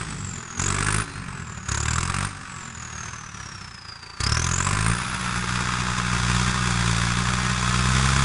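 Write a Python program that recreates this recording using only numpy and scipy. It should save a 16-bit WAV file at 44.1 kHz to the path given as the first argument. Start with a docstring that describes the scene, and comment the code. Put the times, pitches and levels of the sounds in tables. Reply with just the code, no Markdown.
"""A turbo-diesel tractor some way off: three throttle bursts, coasting between, then a long hard pull.
Each firing thumps the exhaust pipe, lets out a rasping, hissing puff of gas and kicks the turbo, whose
whistle climbs under load and sinks as it spins down. In the pull the roar swells with the drag of the
soil on the blade. The block rumbles underneath. Early on the intake honks, the cooling fan hums and
one faint chirp sounds."""
import sys
import numpy as np
from scipy import signal
from scipy.fft import rfft, irfft
from scipy.io import wavfile
from scipy.ndimage import uniform_filter1d

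SR = 44100
rng = np.random.default_rng(int(sys.argv[2]) if len(sys.argv) > 2 else 0)


def wav_out(sig):
    """Save sig, one row per channel (or a flat mono array), as 16-bit PCM at SR to the path in sys.argv[1]."""
    wavfile.write(sys.argv[1], SR, np.round(np.clip(np.atleast_2d(sig).T, -1, 1) * 32767).astype(np.int16))


N = 363384
TIME = np.arange(N) / SR
OPEN_S, CLOSE_S = .015, .07  # throttle travel

# Throttle bursts. Each row: opening and closing in seconds, load 0-1, then exhaust gain, bite and
# whistle gain in dB.
THROTTLE_BURSTS = [(-.4, -0.026, .9, 2, 6, 3), (0.571, .99, 1, -0.5, 3.5, -1.5),
                   (1.668, 2.244, 0.92, 0, 0, -6), (4.188, 4.919, 0.89, 1.13, 3, -1)]


def undb(db):
    """Decibels to gain."""
    return 10 ** (np.asarray(db) / 20)


def curves(table, at=TIME):
    """Each later column of a table, interpolated over the first."""
    axis, *columns = np.transpose(table)
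    return [np.interp(at, axis, column) for column in columns]


def held(start_s, end_s, attack_s, release_s):
    """Rise from start_s, hold at 1, fall from end_s."""
    return np.clip((TIME - start_s) / attack_s, 0, 1) * np.clip(1 - (TIME - end_s) / release_s, 0, 1)


def unit(x):
    """Scale to rms 1."""
    return x / np.sqrt(np.mean(x ** 2))


def noise():
    """White noise."""
    return rng.standard_normal(N)


def walk(rate_hz):
    """Smooth random drift, rms 1."""
    size = max(int(SR / rate_hz), 1)
    return unit(uniform_filter1d(uniform_filter1d(noise(), size, mode="wrap"), size, mode="wrap"))


def response(spectrum, size=8192):
    """Minimum-phase impulse response from (Hz, dB) points."""
    hz, db = np.transpose(spectrum)
    bins_hz = np.maximum(np.arange(size // 2 + 1) * SR / size, 1)
    cepstrum = irfft(np.log(undb(np.interp(np.log(bins_hz), np.log(hz), db))))
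    cepstrum[1:size // 2] *= 2
    cepstrum[size // 2 + 1:] = 0
    return irfft(np.exp(rfft(cepstrum)))


def colour(x, spectrum):
    """Filter by (Hz, dB) points; rms 1."""
    return unit(signal.fftconvolve(x, response(spectrum))[:N])


def throttle(bite_s=.27):
    """Opening, load, exhaust dB, bite dB and whistle dB; a burst's overfuelled first firings bite."""
    total = 0
    for start_s, end_s, load, db, bite_db, whistle_db in THROTTLE_BURSTS:
        gate = held(start_s, end_s, OPEN_S, CLOSE_S)
        fresh = np.exp(-np.maximum(TIME - start_s, 0) / bite_s)
        total += np.array([gate, load * gate, db * gate, bite_db * fresh * gate, whistle_db * gate])
    return total


def fuel_dabs(edge_s=.0594):
    """A little fuel comes back while coasting."""
    # Each row: start and end in seconds, turbo load 0-1, then low-end, rasp, hiss and whistle gain in dB.
    dabs = [(0.028, 0.36, 0.01, 8, -0.5, 3, 5.5), (1.12, 1.6, 0.03, 7, 1, -1.5, -0.5),
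            (2.74, 3.121, 0.14, 4, 2, 3, -2), (3.29, 3.72, 0, 4, 2, 4, -1)]
    return sum(np.outer(gains, held(start, end, edge_s, edge_s)) for start, end, *gains in dabs)


def exhaust_levels(firing_hz, opened, bite_db, pulling, drag, cruise_hz=44):
    """Base dB of thump, rasp and hiss: set by speed, raised by drag in the pull, flat out in a burst."""
    # Full throttle. Each row: firing rate in Hz, then thump, rasp and hiss in dB.
    flat_out = [(32.4, -31, -31.5, -34.5), (38.5, -27, -30, -34.5), (42.8, -29.5, -31.5, -35.5),
                (46.3, -30, -29, -35), (58.2, -24.5, -27, -36.5)]
    coast_db, pull_db = (-42.5, -40.5, -44.5), (-37, -34.5, -39)  # at cruise_hz
    db_per_octave, db_per_drag, bite_share = (8.5, 7, 7), (24, 11.5, 17.5), (.29, .34, .87)
    running_db = np.where(pulling > 0, np.vstack(pull_db), np.vstack(coast_db))
    running_db += np.outer(db_per_octave, np.log2(firing_hz / cruise_hz)) + np.outer(db_per_drag, drag)
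    burst_db = np.array(curves(flat_out, at=firing_hz))
    return running_db * (1 - opened) + burst_db * opened + np.outer(bite_share, bite_db)


def burns(turn, fuelled, fuelled_spread_db=1.07, coast_spread_db=1.37):
    """Strength of each firing: no two burn alike, least of all when coasting."""
    # Barks and stumbles. Each row: time in seconds, gain in dB.
    odd_firings = [(.945, 3), (2.124, -5), (4.237, 1), (4.517, 0.5), (4.562, -2.5), (4.583, 0.5),
                   (4.864, 1), (5.691, 1.5), (6.949, -2)]
    firing = (turn + .5).astype(int)
    spread_db = coast_spread_db + (fuelled_spread_db - coast_spread_db) * fuelled
    burn_db = spread_db * rng.standard_normal(firing.max() + 1)[firing]
    for time_s, db in odd_firings:
        burn_db[firing == firing[int(time_s * SR)]] = db
    return undb(burn_db)


def thump(turn, firing_hz, load, strength):
    """Each blowdown rings the exhaust pipe; its crank angle grows with load and speed."""
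    # Pipe response. Each row: frequency in Hz, gain in dB.
    pipe = [(20, -69), (38, -17), (50, -6.5), (62, -6), (95, -1), (122, 1), (148, 0), (185, 2),
            (240, -14.5), (400, -17), (900, -67)]
    ring = response(pipe)
    width = .07 + .035 * np.clip(2 * load, 0, 1) + .022 * np.clip((firing_hz - 52) / 8, 0, 1)
    place = (turn + .5) % 1 - .5
    pulses = strength ** 1.2 * np.exp(-(place / width) ** 2)
    pulses -= width * np.sqrt(np.pi)  # steady flow is silent
    lead = np.argmin(ring) + int(.0012 * SR)  # deepest swing comes with the puff
    wave = signal.fftconvolve(pulses, ring)[lead:][:N]
    return wave / np.sqrt(uniform_filter1d(wave ** 2, size=9000))


def rumble():
    """Block and chassis shake with low noise."""
    # Each row: frequency in Hz, level in dB.
    block_spectrum = [(20, -26), (45, -6.5), (90, 5.5), (200, 0), (250, -10.5), (500, -21), (1500, -55)]
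    return colour(noise(), block_spectrum)


def puff(turn, rise, fall, floor):
    """Gas flow per firing: a swell and a longer tail over a steady floor; rms near 1."""
    place = (turn + .5) % 1 - .5
    flow = floor + (1 - floor) * np.exp(-np.where(place < 0, (place / rise) ** 2, place / fall))
    return flow / np.sqrt(uniform_filter1d(flow ** 2, size=6000))


def knock(turn, firing_hz, strength, decay_s=.003, size=1024):
    """Each firing's sharp edge scatters the same way: a buzz of upper harmonics."""
    edges = np.diff(np.floor(turn + .1013), prepend=0) * strength / np.sqrt(firing_hz)
    scatter = rng.standard_normal(size) * np.exp(-np.arange(size) / SR / decay_s)
    allpass = irfft(np.exp(1j * np.angle(rfft(scatter))))
    lead = size // 8
    return unit(signal.fftconvolve(edges, np.roll(allpass, lead))[lead:][:N])


def rasp(turn, firing_hz, load, strength):
    """Turbulent gas leaves in puffs, sharper under load; at speed the low range settles into a buzz."""
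    # Gas noise spectra. Each row: frequency in Hz, level in dB.
    loaded_spectrum = [(100, -1), (230, -5), (360, -3.5), (540, -10.5), (680, -7), (880, -6.5), (1000, 0.5),
                       (1300, 1.5), (1700, 1.5), (2000, -3.5), (2600, -7), (3000, -12), (4000, -21.5)]
    coasting_spectrum = [(100, -7), (230, -7), (380, -8), (600, -12), (800, -5), (1000, -2.5), (1250, 0.5),
                         (1750, 1), (2100, -6), (2750, -9), (3100, -15.5), (4000, -39)]
    speed = np.clip((firing_hz - 48) / 10, 0, 1)
    flow = puff(turn + .11, rise=.085, fall=.15, floor=.53 - .33 * load)
    gas = noise() * undb(2.2 * walk(550)) * strength * flow
    buzz = knock(turn, firing_hz, strength)
    lowpass = signal.butter(1, 700, fs=SR, output="sos")
    deep = signal.sosfilt(lowpass, (.45 + .5 * speed) * buzz - .5 * speed * gas)
    loaded = colour(gas + .17 * buzz + deep, loaded_spectrum)
    coasting_flow = puff(turn + .054, rise=.09, fall=.21, floor=.34)
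    coasting = colour(noise() * strength * coasting_flow, coasting_spectrum)
    share = np.clip(1.44 * load, 0, 1)
    return np.sqrt(share) * loaded + np.sqrt(1 - share) * coasting


def intake(turn, strength, band_hz=(340, 430), relative_db=-12):
    """The air intake honks with each stroke and fades as the tractor's nose turns away."""
    gulp = noise() * strength * puff(turn + .15, rise=.1, fall=.22, floor=.28)
    honk = signal.sosfilt(signal.butter(2, band_hz, "band", fs=SR, output="sos"), gulp)
    facing = 1 / (1 + (TIME / 1.5) ** 4)
    return unit(honk) * facing * undb(relative_db)


def hiss(turn, firing_hz, load, strength, throat_hz=3450, width_hz=420):
    """The jet hisses in puffs, brighter under load; at speed they merge and ring the pipe's throat."""
    # Jet at the pipe mouth. Each row: frequency in Hz, level in dB.
    jet_spectrum = [(1500, -37.5), (2600, 3.5), (2980, -0.5), (3270, 6), (3600, 4), (4200, 2.5),
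                    (4850, 4.5), (5400, 4.5), (6000, 3), (6700, 4.5), (8000, 1), (10500, -4.5)]
    floor = np.clip(.34 - .32 * load + .011 * np.maximum(firing_hz - 38, 0), .05, .8)
    flow = puff(turn + .09, rise=.06, fall=.19, floor=floor)
    jet = colour(noise() * strength * flow, jet_spectrum)
    treble = signal.sosfilt(signal.butter(1, 7000, "high", fs=SR, output="sos"), jet)
    throat = signal.lfilter(*signal.iirpeak(throat_hz, throat_hz / width_hz, fs=SR), jet)
    speed = np.clip((firing_hz - 50) / 10, 0, 1)
    return jet + .88 * (load - .6) * treble + (.52 * speed - .2) * throat


def spool(firing_hz, load, start_hz=8180, base_hz=1420, lag_s=.467):
    """Whistle Hz and dB: the heavy wheel lags the gas flow and is fainter when it outruns it."""
    # Pipe response to the whistle. Each row: frequency in Hz, gain in dB.
    whistle_path = [(4500, -13), (4850, 2.5), (5250, -0.5), (5600, 3), (6000, -2), (6400, 0), (6900, 3),
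                    (7500, 0.5), (8200, -5.5), (9100, -0.5), (9400, -4.5), (9700, -5), (10150, -11),
                    (10600, -37)]
    goal_hz = base_hz + firing_hz * (98.8 + 105 * load)
    pole = np.exp(-1 / (lag_s * SR))
    hz = start_hz + signal.lfilter([1 - pole], [1, -pole], goal_hz - start_hz)
    overrun_octaves = np.maximum(np.log2(hz / goal_hz), 0)
    path_db, = curves(whistle_path, at=hz)
    return hz, -38 + 8 * load - 23.5 * overrun_octaves + path_db


def turbo(turn, firing_hz, load, strength):
    """Each puff kicks the turbine's whistle up in pitch; turbulence frays it into a breathy band."""
    hz, db = spool(firing_hz, load)
    boost = np.clip(2 * load - 1, 0, 1)
    flutter = np.clip((hz - 5000) / 2500, 0, 1) * np.clip(1 - 2 * load, 0, 1)  # fast wheel, little gas
    kick = (.01 + .014 * flutter + .045 * boost) * np.cos(2 * np.pi * (turn + .17))
    fray = (.006 + .008 * flutter + .033 * boost) * walk(1800) + .003 * walk(25)
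    phase = 2 * np.pi * np.cumsum(hz * (1 + kick + fray)) / SR
    breath = walk(600) * np.cos(phase) + walk(600) * np.sin(phase)
    tone = np.sin(phase) * undb(2.5 * walk(300) + 1.5 * walk(12))
    tone += (.3 + .35 * flutter + .65 * boost) * breath
    place = (turn + .4) % 1 - .5
    gate = np.exp(-(place / (.38 - .099 * boost)) ** 2)  # loudest while gas flows
    return unit(tone * gate) * strength * undb(db)


def delayed(x, lag_ms):
    """Time-varying delay."""
    return np.interp(TIME - lag_ms / 1000, TIME, x, left=0)


def soil_echoes(x, bounce=.25, cutoff_hz=4500, clods=6):
    """The soil's dull bounce combs the sound; clods scatter weak echoes that shift as the tractor moves."""
    # Ground bounce. Each row: time in seconds, nominal lag in ms.
    ground_lag = [(0, 0.89), (1, .8), (5, 0.81), (6.5, 0.832), (8.24, 0.84)]
    lag_ms, = curves(ground_lag)
    dull = signal.sosfilt(signal.butter(1, cutoff_hz, fs=SR, output="sos"), x)
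    out = x + bounce * delayed(dull, lag_ms - .03)
    for clod_ms in rng.uniform(3, 12, clods):
        out += .14 * delayed(dull, clod_ms + .3 * walk(.8))
    return out


def fan(firing_hz, blades_per_firing=5.5):
    """The belt-driven cooling fan hums roughly, in step with the engine."""
    # Each row: time in seconds, level in dB.
    fan_levels = [(0, -50.5), (.42, -47.5), (.6, -46), (2.6, -54), (2.75, -48), (3, -69)]
    db, = curves(fan_levels)
    blade_hz = firing_hz * blades_per_firing * (1 + .03 * walk(60))
    hum = np.sin(2 * np.pi * np.cumsum(blade_hz) / SR)
    return unit(hum * undb(2 * walk(30))) * undb(db)


def chirp(start_s=1.0, end_s=1.26, from_hz=3950, to_hz=4400, peak_db=-48):
    """One faint, hoarse rising chirp, perhaps a bird at the field's edge."""
    progress = np.clip((TIME - start_s) / (end_s - start_s), 0, 1)
    hz = (from_hz + (to_hz - from_hz) * progress) * (1 + .035 * walk(1500))
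    return np.sin(2 * np.pi * np.cumsum(hz) / SR) * np.sin(np.pi * progress) * undb(peak_db)


def scene():
    """Speed and load drive all parts of the engine."""
    # Engine speed. Each row: time in seconds, firing rate in Hz.
    firing_rates = [(0.0, 55.68), (0.47, 39.5), (0.63, 46.43), (1.02, 53.24), (1.7, 33.33), (2.29, 50.17),
                    (2.92, 37.62), (3.11, 40.04), (3.8, 28.09), (4.17, 28.13), (4.35, 40.23), (4.64, 46.05),
                    (5.02, 62.2), (5.37, 60.35), (5.8, 61.39), (6.2, 59.68), (6.54, 62.22), (6.93, 56.88),
                    (7.4, 62.01), (7.74, 60.9), (8.24, 68.67)]
    # Soil drag on the blade. Each row: time in seconds, load 0-1.
    soil_drag = [(5.1, 0.02), (5.4, 0.17), (6.0, 0.19), (6.33, 0.41), (6.55, 0.27), (6.93, 0.41),
                 (7.15, 0.3), (7.5, 0.25), (7.9, 0.43), (8.24, 0.38)]
    firing_hz, = curves(firing_rates)
    turn = .2 + np.cumsum(firing_hz) / SR  # one unit per firing
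    opened, burst_load, burst_db, bite_db, burst_whistle_db = throttle()
    dab_load, dab_low_db, dab_rasp_db, dab_hiss_db, dab_whistle_db = fuel_dabs()
    pulling = np.clip((TIME - THROTTLE_BURSTS[-1][1]) / CLOSE_S, 0, 1)  # as the last burst closes
    drag = pulling * curves(soil_drag)[0]
    load = np.clip(burst_load + drag, 0, 1)
    turbo_load = burst_load + dab_load + .49 * pulling
    thump_db, rasp_db, hiss_db = exhaust_levels(firing_hz, opened, bite_db, pulling, drag) + burst_db
    strength = burns(turn, opened + pulling)

    effort = np.clip(2 * load, 0, 1)  # off the throttle, thump gives way to rumble
    low = thump(turn, firing_hz, load, strength) * undb(-1 + 2.65 * effort)
    low += rumble() * undb(-4.5 - 15.7 * effort)
    low *= undb(thump_db + dab_low_db)
    gas = (rasp(turn, firing_hz, load, strength) + intake(turn, strength)) * undb(rasp_db + dab_rasp_db)
    gas += hiss(turn, firing_hz, load, strength) * undb(hiss_db + dab_hiss_db)
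    whistle = turbo(turn, firing_hz, turbo_load, strength) * undb(dab_whistle_db + burst_whistle_db)
    return (low + soil_echoes(gas) + whistle + fan(firing_hz) + chirp())[None]


def record(dry):
    """A steep low-pass cuts the top."""
    return signal.sosfilt(signal.ellip(10, .2, 70, 10600, fs=SR, output="sos"), dry)


dry = scene()
out = record(dry)
wav_out(out)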